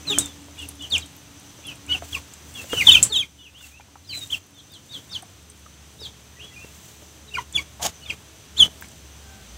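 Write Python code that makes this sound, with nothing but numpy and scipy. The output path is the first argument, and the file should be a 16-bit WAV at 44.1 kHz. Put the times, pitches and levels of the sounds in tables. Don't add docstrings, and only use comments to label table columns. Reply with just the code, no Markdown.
import sys
import numpy as np
from scipy import signal
from scipy.fft import rfft, irfft, next_fast_len
from scipy.io import wavfile
from scipy.ndimage import uniform_filter1d

SR = 44100
rng = np.random.default_rng(int(sys.argv[2]) if len(sys.argv) > 2 else 0)


def wav_record(signal):
    frames = np.transpose(np.atleast_2d(signal))
    bounded = np.clip(frames, -1, 1)
    quanta = np.round(bounded * 32767).astype(np.int16)
    wavfile.write(sys.argv[1], SR, quanta)


def volts(x):
    e = np.asarray(x, float) / 20
    return 10 ** e


N = 422037


def track(rows):
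    s, *columns = np.transpose(rows)
    return [np.interp(np.arange(N) / SR, s, c) for c in columns]


def unit(x):
    return x / np.sqrt(np.mean(x ** 2))


def add(out, s, x):
    i = max(int(s * SR), 0)
    out[i:i + len(x)] += x[:N - i]


def colour(x, points):
    hz, db = np.transpose(points)
    size = next_fast_len(len(x))
    f = np.arange(size // 2 + 1) * SR / size + 1
    gain_db = np.interp(np.log(f), np.log(hz), db)
    return irfft(rfft(x, size) * volts(gain_db), size)[:len(x)]


def band(x, hz, width):
    return signal.lfilter(*signal.iirpeak(min(hz, .4 * SR), hz / width, fs=SR), x)


def steep(x, hz, width):
    return unit(band(band(x, hz, width), hz, width))


def noise(size=N):
    return rng.standard_normal(size)


def walk(rate, size=N):
    k = int(SR / rate)
    held = np.repeat(noise(size // k + 1), k)
    return 1.3 * uniform_filter1d(uniform_filter1d(held, k), k)[:size]


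# (time [s], level [dB])
YARD_LEVEL = [(0, -46), (.5, -50), (2.4, -49.5), (3.0, -47), (3.27, -56.5), (4.0, -56), (4.8, -53.5),
              (5.5, -52.5), (9.2, -49.5), (9.57, -49.5)]


def yard_level():
    return track(YARD_LEVEL)[0]


# (pitch [Hz], level per Hz [dB])
AIR_COLOUR = [(25, -31.5), (76, -0.5), (120, -2), (430, -14), (2160, -19.5), (3250, -16.5), (4500, -22),
              (7000, -20.5), (8500, -21.5), (9600, -27.5), (12200, -29), (14500, -25.5), (15600, -28.5)]


def still_air(calm_db):
    air = colour(noise(), AIR_COLOUR)
    centres = 40 * 2 ** np.arange(0, 9, .5)
    air = unit(sum(band(air, hz, hz / 0.97) * volts(1.5 * walk(7.4)) for hz in centres))
    return volts(calm_db + 2.5) * air


def insects(calm_db):
    buzz = volts(-62.5) * steep(noise(), 6100., 450.0) * volts(2.0 * walk(40))
    return buzz * volts(0.75 * (calm_db + 56))


def rolling_grain():
    hits = (rng.random(N) < 15 / SR) * volts(np.minimum(3.0 * rng.exponential(size=N), 9))
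    puffs = signal.lfilter([1], [1, -.96], hits)
    return volts(-55.5) * puffs * steep(noise(), 11000., 8000.)


# (time [s], hum pitch [Hz], hum level [dB], whine level [dB])
ENGINE = [(0, 78, -51.5, -51), (1.0, 78, -46.5, -52), (1.4, 82, -62, -52), (2.0, 76, -47.5, -57.5),
          (3.3, 75, -53, -66), (3.97, 74, -53, -66), (4.1, 97, -51, -62), (5.19, 89, -60.5, -64),
          (5.49, 73, -50.5, -72.5), (6.5, 73, -53, -76), (7.1, 73, -48.5, -78), (8.1, 73, -52, -80),
          (9.3, 73, -48, -80), (9.45, 56, -45, -80), (9.57, 60, -48, -80)]
# (pitch [Hz], level [dB], start time [s])
ENGINE_TONES = [
    (318, -68, 5.3),
    (425, -68, 5.3),
    (650, -67, 7.9),
    (212, -62, 9.1),
]


def far_engine(gain):
    hum_hz, hum_db, whine_db = track(ENGINE)
    t = np.arange(N) / SR
    hum_level = volts(hum_db + 2.7 * walk(12))
    hum = hum_level * np.sin(2 * np.pi * np.cumsum(hum_hz * (1 + 0.02865 * walk(10))) / SR)
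    sound = volts(whine_db) * unit(band(noise(), 285.8, 4.8))
    for hz, db, s in ENGINE_TONES:
        sound += volts(db) * steep(noise(), 1. * hz, 7.) * np.clip((t - s) / .15, 0, 1)
    return hum / gain ** 0.27 + sound


def contour(u, top_hz, end_hz, db, bend, attack, faint_db, release, fade_db, flick=0, depth=0):
    rise = np.clip(1 - u / (flick + 1e-6), 0, 1)
    fall = np.clip((u - flick) / (1 - flick), 0, 1) ** bend
    pitch = top_hz * (1 - depth * rise ** 2) + (end_hz - top_hz) * fall
    swell_db = faint_db * np.clip(1 - u / attack, 0, 1)
    return pitch, db + swell_db + fade_db * np.clip(1 - (1 - u) / release, 0, 1)


# (pitch [Hz], level [dB])
THROAT = [
    (3000, -0.5),
    (4000, -13),
    (4700, 6),
    (5500, -11),
    (7100, 2),
    (8800, -9),
    (10500, -2.5),
    (12500, -18),
    (14500, -3),
]


def sing(rows, tremble, pressed_db, fall_db, flutter_db, swell=0.35, patchy_db=2.5, small=1.0,
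         wobble=.006, edge_s=.005, **shape):
    out, own = np.zeros(N), rng.integers(N)
    for s, length, top_hz, end_hz, db in rows:
        t = np.arange(-edge_s, length + edge_s, 1 / SR)
        now = (own + int(s * SR) + np.arange(len(t))) % N
        shake = tremble[:, now]
        glide, effort_db = contour(np.clip(t / length, 0, 1), top_hz, end_hz, db, **shape)
        pitch = uniform_filter1d(glide, size=150) * (1 + wobble * shake[1])
        loud_db = uniform_filter1d(effort_db, size=150) + flutter_db * shake[0]
        phase = 2 * np.pi * np.cumsum(pitch) / SR
        tone = np.sin(phase)
        for k in range(2, 5):
            over_db = pressed_db + fall_db * (k - 2) + swell * (loud_db - db)
            over_db += np.interp(k * pitch / small, *np.transpose(THROAT))
            over_db += patchy_db * tremble[2, (now + k * own) % N]
            audible = k * pitch < SR / 2.5
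            tone = tone + volts(over_db) * np.sin(k * phase) * audible
        edges = np.clip(np.minimum(t - t[0], t[-1] - t) / (2 * edge_s), 0, 1) ** 2
        add(out, s - edge_s, tone * volts(loud_db) * edges)
    return out


def near_chick(rows, tremble, **kind):
    return sing(rows, tremble, fall_db=-6.5, flutter_db=1.2, **kind)


def far_bird(rows, tremble, **kind):
    return sing(rows, tremble, fall_db=-10, flutter_db=2.2, **kind)


# (start [s], length [s], first pitch [Hz], last pitch [Hz],
# peak level [dB])
FAR_NOTES = [(0.58, .04, 2900, 2830, -36), (0.568, .012, 2200, 2850, -45), (0.052, .008, 2400, 2700, -38),
             (1.872, .025, 2200, 2900, -41), (1.637, .01, 2250, 3100, -43), (1.905, .02, 4450, 4420, -43),
             (1.895, .05, 2100, 2350, -44), (9.24, .2, 1575, 1530, -58), (6.46, .07, 3350, 3300, -54),
             (6.43, .035, 3200, 3400, -44), (6.415, .04, 2750, 3050, -46), (6.59, .05, 2450, 2500, -52),
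             (6.5, .035, 1980, 2020, -56),
             (0.806, .024, 2970, 2930, -33), (0.615, .028, 3050, 2550, -36),
               (1.003, .012, 4750, 4450, -44), (1.016, .017, 4150, 3600, -38),
               (1.025, .02, 3350, 2950, -42), (2.545, .035, 3500, 3180, -37),
               (2.695, .055, 2870, 2850, -31), (3.385, .04, 2970, 2900, -47), (3.54, .055, 2650, 3520, -46),
               (3.595, .025, 3520, 3530, -48), (3.715, .08, 2400, 2800, -51), (6.39, .042, 2400, 3450, -39),
               (6.365, .015, 1950, 1950, -48), (6.53, .025, 2600, 2840, -46),
               (6.557, .034, 2440, 2480, -42), (6.592, .058, 2620, 2750, -43),
               (6.65, .045, 2700, 2640, -54), (7.275, .025, 4040, 3650, -47), (1.89, .045, 1475, 1470, -40),
               (1.893, .017, 3700, 3680, -40), (2.81, .014, 3000, 4500, -33),
               (2.823, .021, 4640, 4500, -37), (2.845, .025, 3850, 3100, -30),
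               (2.841, .006, 4400, 2100, -32), (2.905, .015, 4200, 4400, -30),
               (4.057, .007, 4450, 4700, -48), (4.068, .02, 5150, 5150, -51),
               (4.043, .022, 4200, 4050, -54), (4.096, .028, 3160, 2980, -33),
               (4.122, .024, 2980, 1950, -35), (6.322, .01, 3800, 3200, -52),
               (7.397, .022, 2750, 2950, -44), (8.012, .038, 2950, 2950, -49), (8.05, .03, 2800, 2050, -46)]


def far_notes(tremble):
    return far_bird(FAR_NOTES, tremble, bend=1.01, attack=.3, faint_db=-6,
                    release=.3, fade_db=-4, pressed_db=-26)


# (start [s], length [s], top pitch [Hz], end pitch [Hz], peak level [dB])
FALLS = [
    (0.068, .074, 4280, 3180, -21),
    (8.589, .051, 3660, 2880, -5),
    (3.148, .072, 4080, 3060, -17),
    (3.118, .054, 3850, 3000, -17),
]


def falls(tremble):
    return near_chick(FALLS, tremble, bend=.95, attack=.3, faint_db=-11,
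                      release=.15, fade_db=-6, pressed_db=-15)


# (start [s], length [s], first pitch [Hz], last pitch [Hz], peak level [dB])
CLUCKS = [
    (0.097, .045, 414, 405, -31),
    (3.1, .022, 430, 430, -35),
    (2.16, .02, 1120, 1080, -37),
    (9.24, .21, 795, 765, -56),
    (2.777, .016, 1495, 1480, -39),
    (7.38, .018, 1130, 900, -20),
    (7.59, .014, 1100, 1080, -36),
    (8.62, .05, 1290, 1240, -43),
    (1.942, .03, 760, 740, -41),
]


def clucks(tremble):
    return sing(CLUCKS, tremble, fall_db=-3, flutter_db=1.5, patchy_db=1.0, bend=.8, attack=.3,
                faint_db=-7, release=.4, fade_db=-9, pressed_db=-7)


# (time [s], peak level [dB], ring pitch [Hz])
TICKS = [(0.1851, 2.5, 7570), (0.1896, -9, 8100), (0.2583, -21, 7420), (0.5901, -33, 7750),
         (0.6204, -31, 7990), (0.6878, -19, 9500), (0.823, -28, 7140), (0.9012, -31, 8400),
         (0.9801, -15, 7300), (1.0605, -33, 7400), (1.1648, -40, 12400), (1.6691, -29.5, 10000),
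         (1.8642, -34, 7600), (2.0444, -39, 7540), (2.3366, -27, 7200), (2.8729, -23.5, 7210),
         (3.028, 4.5, 7420), (3.0336, 1, 7470), (4.1744, -24.5, 7330), (4.1909, -27, 8010),
         (4.2732, -35, 7770), (4.7187, -39, 14500), (5.223, -35.5, 8380), (5.4999, -35, 8300),
         (7.5258, -29.5, 7070), (8.1309, -43, 6830), (8.8104, -31.5, 14800), (8.8238, -36, 7830),
         (8.8847, -35.5, 7660), (8.916, -38, 7330),
         (0.0974, -33, 7260), (0.4189, -43, 7760), (0.7537, -39, 9110), (1.3982, -39, 8340),
          (1.7559, -37, 8000), (1.9195, -34, 8780), (2.1244, -37, 7170), (2.152, -30, 7710),
          (2.5401, -34, 7460), (2.7174, -32, 7110), (4.2482, -37, 7650), (4.3061, -35, 7420),
          (4.6329, -50, 6940), (4.7381, -39, 7930), (4.7706, -48, 7200), (4.8633, -42, 7340),
          (5.0943, -40, 7400), (5.2235, -39, 8390), (5.2994, -45, 7460), (5.3694, -46, 7080),
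          (5.4256, -45, 7730), (5.5747, -43, 6650), (5.5942, -43, 8470), (6.0077, -43, 10000),
          (6.4462, -40, 8060), (8.9594, -44, 7330), (8.9794, -48, 7410)]
# (pitch [Hz], width [Hz], level [dB])
RIM = [
    (7450, 30, -0.5),
    (7950, 28, 2),
    (8420, 27, -11),
    (9020, 30, -13),
]


def ticks():
    out, t = np.zeros(N), np.arange(4800) / SR
    thin = signal.butter(4, 6200, "high", fs=SR, output="sos")
    for s, db, hz in TICKS:
        grit = noise(len(t))
        ring = steep(grit, hz, .25 * hz) * (volts(-60 * t / 0.022) + volts(-22 - 60 * t / 0.075))
        metal = unit(sum(volts(g_db) * band(grit, f, 7.0 * w) for f, w, g_db in RIM))
        metal = volts(-17.5 + 0.34 * db) * metal * volts(-60 * t / 0.13)
        crack = volts(-15.5 - .3 * db) * steep(grit, 9500., 12000.) * volts(-60 * t / .006)
        bright = signal.sosfilt(thin, ring)
        add(out, s, volts(db - 6) * (bright + crack + metal))
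    return out


# (start [s], length [s], top pitch [Hz], end pitch [Hz], peak level [dB])
PEEPS = [
    (0.902, .017, 4800, 3950, -27),
    (2.94, .021, 3370, 3000, -2.5),
    (0.105, .04, 3400, 2350, -23),
    (3.088, .032, 4600, 4050, -31),
    (4.313, .043, 3650, 2450, -20),
    (7.546, .024, 3560, 3300, -15),
    (2.141, .017, 3050, 2450, -17),
    (8.565, .022, 2950, 3900, -22),
    (7.336, .014, 3000, 2780, -23),
]


def peeps(tremble):
    return near_chick(PEEPS, tremble, bend=1.05, attack=.75, faint_db=-14,
                      release=.15, fade_db=-5, pressed_db=-14)


# (start [s], length [s], top pitch [Hz], end pitch [Hz], peak level [dB])
YELPS = [(2.128, .015, 3420, 3150, -25), (5.148, .03, 3500, 2800, -25), (8.098, .016, 3050, 2050, -17),
         (2.903, .016, 2950, 2500, -14), (7.536, .005, 3300, 3600, -30), (0.183, .022, 3120, 3950, -26),
         (4.3, .014, 2800, 3600, -27), (8.583, .009, 4300, 3800, -18), (0.14, .047, 3170, 3080, -28),
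         (7.578, .022, 2400, 2160, -18), (7.57, .009, 3250, 2400, -19), (2.159, .014, 2450, 2230, -28),
         (7.349, .019, 2560, 2130, -23), (2.914, .028, 3800, 3370, -6.5)]


def yelps(tremble):
    return near_chick(YELPS, tremble, bend=.9, attack=.1, faint_db=-3,
                      release=.6, fade_db=-7, pressed_db=-15)


# (time [s], peak level [dB], pitch [Hz], time to die by 60 dB [s])
KNOCKS = [(0.1788, -14, 334, 0.035), (0.484, -31.5, 680, 0.025), (1.589, -34, 320, 0.046),
          (2.0225, -23, 690, 0.043), (2.642, -27.5, 538, 0.052), (2.732, -11, 480, 0.045),
          (3.61, -41, 1490, 0.042), (3.798, -36, 824, 0.044), (3.807, -32.5, 2400, 0.036),
          (3.884, -41, 980, 0.045), (3.9555, -30.5, 805, 0.036), (4.173, -35, 553, 0.043),
          (5.121, -38, 1400, 0.04), (5.227, -31, 751, 0.037), (5.662, -34, 1240, 0.033),
          (6.016, -32, 435, 0.052), (6.646, -31, 440, 0.036), (7.022, -36, 597, 0.043),
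          (8.679, -29, 400, 0.04), (8.8237, -25, 1600, 0.021), (8.844, -31, 2170, 0.018)]


def knocks():
    out, t = np.zeros(N), np.arange(5000) / SR
    for s, db, hz, t60 in KNOCKS:
        grit = noise(len(t))
        thud = 0.58 * np.sin(2 * np.pi * hz * t)
        thud += 0.35 * steep(grit, hz, 14 / t60)
        thud += 0.33 * steep(grit, 0.66 * hz, 14 / t60) * volts(-60 * t / .07)
        slap = volts(6 + .31 * db) * np.sin(2 * np.pi * 1400 * t) * volts(-60 * t / .006)
        onset = np.minimum(t / .0003, 1)
        add(out, s, volts(db - 2) * (thud * volts(-60 * t / t60) + slap) * onset)
    return out


# (start [s], length [s], top pitch [Hz], end pitch [Hz], peak level [dB])
PIPES = [(0.205, .033, 4000, 3640, -31), (0.24, .04, 3620, 3540, -34), (0.28, .045, 3540, 3480, -44),
         (2.72, .07, 3500, 2550, -28), (2.869, .011, 3720, 3450, 0), (2.881, .025, 3270, 2950, -3),
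         (2.803, .028, 2780, 1930, -15), (7.367, .013, 1650, 1300, -25), (7.363, .012, 2450, 2200, -32),
         (7.541, .012, 3650, 3550, -33), (3.219, .022, 2750, 2130, -28), (3.173, .009, 2700, 2580, -23),
         (2.962, .024, 2900, 2500, -11), (2.957, .012, 1550, 1350, -30), (2.882, .009, 1500, 1500, -32),
         (2.925, .014, 3000, 2800, -24), (7.37, .01, 3300, 2900, -38), (8.082, .04, 3240, 3190, -32),
         (8.058, .014, 3660, 3480, -33), (8.033, .015, 4420, 4250, -46), (8.072, .009, 3450, 3300, -43),
         (2.883, .035, 3700, 3250, -18), (2.939, .02, 2750, 2330, -13), (2.875, .013, 1150, 800, -24),
         (1.947, .018, 2700, 2560, -25), (4.087, .036, 4880, 4200, -34), (4.324, .024, 3420, 2800, -18),
         (1.922, .036, 3550, 2650, -20)]


def pipes(tremble):
    return near_chick(PIPES, tremble, bend=.72, attack=.2, faint_db=-5,
                      release=.25, fade_db=-3, pressed_db=-30)


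# (start [s], length [s], top pitch [Hz], end pitch [Hz], peak level [dB])
FAR_PEEPS = [(0.575, .065, 3510, 2570, -35), (0.79, .072, 3570, 2750, -34), (1.642, .063, 3420, 2780, -33),
             (3.385, .1, 3580, 2350, -45), (3.595, .06, 2940, 2610, -43), (4.54, .065, 3690, 3150, -46),
             (4.695, .085, 3730, 2890, -45), (4.89, .09, 3780, 2950, -35), (5.095, .05, 3740, 3510, -36),
             (5.985, .09, 3860, 3070, -36), (7.305, .03, 2750, 2600, -39), (1.645, .085, 2810, 2450, -38),
             (2.545, .07, 2900, 2510, -36)]


def far_peeps(tremble):
    return far_bird(FAR_PEEPS, tremble, flick=.2, depth=.12, bend=1.4, attack=.75, faint_db=-11,
                    release=.15, fade_db=-5, pressed_db=-26)


# (start [s], length [s], top pitch [Hz], end pitch [Hz], peak level [dB])
DROPS = [
    (0.917, .06, 3780, 2130, -15.5),
]


def drops(tremble):
    return near_chick(DROPS, tremble, bend=1.5, attack=.25, faint_db=-8,
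                      release=.3, fade_db=-13, pressed_db=-15, small=1.11)


# (start [s], length [s], first pitch [Hz], last pitch [Hz], peak level [dB])
HOLDS = [
    (1.888, .044, 2930, 2945, -15),
]


def holds(tremble):
    return near_chick(HOLDS, tremble, bend=1, attack=.6, faint_db=-16,
                      release=.1, fade_db=-2, pressed_db=-30)


# (middle [s], spread [s], level [dB])
BRUSHES = [
    (2.11, 0.051, -46),
    (2.62, 0.12, -49),
    (2.8, 0.098, -46.5),
    (3.66, 0.045, -46.5),
    (4.2, 0.079, -47.5),
    (4.35, .03, -52),
    (5.0, .12, -56),
    (2.93, .05, -48),
    (6.85, 0.19, -51),
]


def brushed_leaves():
    t = np.arange(N) / SR
    brush = sum(volts(db) * np.exp(-.5 * ((t - s) / spread) ** 2) for s, spread, db in BRUSHES)
    rustle = noise() * volts(2.0 * walk(150))
    leaf_colour = [(600, -16), (3000, -4.5), (5000, -8.5), (7500, -1), (10000, -12.5), (15000, -9.5)]
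    return brush * unit(colour(rustle, leaf_colour))


# (start [s], length [s], top pitch [Hz], end pitch [Hz], peak level [dB])
SAGS = [
    (2.765, .045, 3000, 2650, -17),
]


def sags(tremble):
    return near_chick(SAGS, tremble, flick=.18, depth=.04, bend=2.1, attack=.65, faint_db=-8,
                      release=.15, fade_db=-3, pressed_db=-17, small=1.25)


# (start [s], length [s], top pitch [Hz], end pitch [Hz], peak level [dB])
FAR_DIVES = [
    (4.043, .05, 4300, 3300, -55),
    (5.11, .04, 5800, 3550, -33),
    (4.585, .03, 4600, 3100, -50),
    (4.718, .04, 5200, 3500, -47),
    (4.922, .036, 4850, 3200, -39),
    (6.0, .075, 5560, 3150, -35),
]


def far_dives(tremble):
    return far_bird(FAR_DIVES, tremble, bend=1.05, attack=.7, faint_db=-9,
                    release=.15, fade_db=-3, pressed_db=-13)


# (start [s], length [s], top pitch [Hz], end pitch [Hz], peak level [dB])
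LONGS = [
    (4.112, .093, 4230, 3860, -33),
    (4.118, .08, 4320, 4000, -35),
    (4.207, .045, 3880, 3680, -36),
    (4.215, .036, 3900, 3800, -40),
]


def longs(tremble):
    return near_chick(LONGS, tremble, bend=.35, attack=.3, faint_db=-8,
                      release=.2, fade_db=-5, pressed_db=-22, wobble=.004)


# (time [s], hiss level [dB], nostril tone over hiss [dB])
SNEEZE = [
    (7.795, -63, 20),
    (7.812, -40.5, 1),
    (7.835, -25, -12),
    (7.852, -23.5, 0),
    (7.868, -27.5, 0.5),
    (7.885, -47, -17),
    (7.91, -51, -8),
]
# (pitch [Hz], level per Hz [dB])
NOSE = [(1000, -13), (1500, -2.5), (2100, -11.5), (3000, -0.5), (5200, -5.5), (6900, 1.5), (9000, -12.5),
        (10200, -7), (12000, -19), (14000, -6), (15500, -20)]


def sneeze():
    hiss_db, tone_db = track(SNEEZE)
    t = np.arange(N) / SR
    during = (t > SNEEZE[0][0]) & (t < SNEEZE[-1][0])
    on = uniform_filter1d(1. 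* during, size=300)
    thin = signal.butter(2, 1300, "high", fs=SR, output="sos")
    hiss = unit(colour(signal.sosfilt(thin, noise()), NOSE))
    tone = unit(band(noise(), 740.0, 190.0))
    return on * volts(hiss_db) * (hiss * volts(4.2 * walk(200)) + volts(tone_db) * tone)


def automatic_level(near, knee_db, slope, window_s, slew_s):
    window = int(window_s * SR)
    power = uniform_filter1d(near ** 2, window, origin=int(0.27 * window))
    over_db = np.maximum(10 * np.log10(np.abs(power) + 1e-9) - knee_db, 0)
    return volts(uniform_filter1d(slope * over_db, int(slew_s * SR)))


def echo(sound):
    t = np.arange(12000) / SR
    tail = noise(len(t)) * (volts(-60 * t / 0.12) + volts(-17 - 60 * t / .4)) * (t > .004)
    tail = colour(tail, [(8000, 0), (12000, -8)])
    return volts(-37) * signal.fftconvolve(sound, tail)[:N]


def scene():
    tremble = np.array([walk(155.2), walk(300), walk(90)])
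    near_calls = [falls, peeps, yelps, pipes, drops, holds, sags, longs]
    chicks = sum(call(tremble) for call in near_calls)
    add(chicks, .0031, -.35 * chicks)
    far = sum(call(tremble) for call in [far_notes, far_peeps, far_dives])
    near = chicks + far + clucks(tremble) + ticks() + knocks() + sneeze()
    gain = automatic_level(near, knee_db=-48, slope=0.38, window_s=0.047, slew_s=.01)
    wet = echo((near + 1.1 * far) / gain)
    calm_db = yard_level()
    yard = still_air(calm_db) + insects(calm_db) + rolling_grain() + far_engine(gain) + brushed_leaves()
    return (near + gain * (wet + yard))[None]


def band_limit(x):
    return signal.sosfilt(signal.butter(12, 16470, fs=SR, output="sos"), x)


def record(dry):
    top = signal.ellip(10, .3, 60, 15750, fs=SR, output="sos")
    mix = signal.sosfilt(top, np.clip(dry, -.93, .93))
    return band_limit(mix)


dry = scene()
out = record(dry)
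wav_record(out)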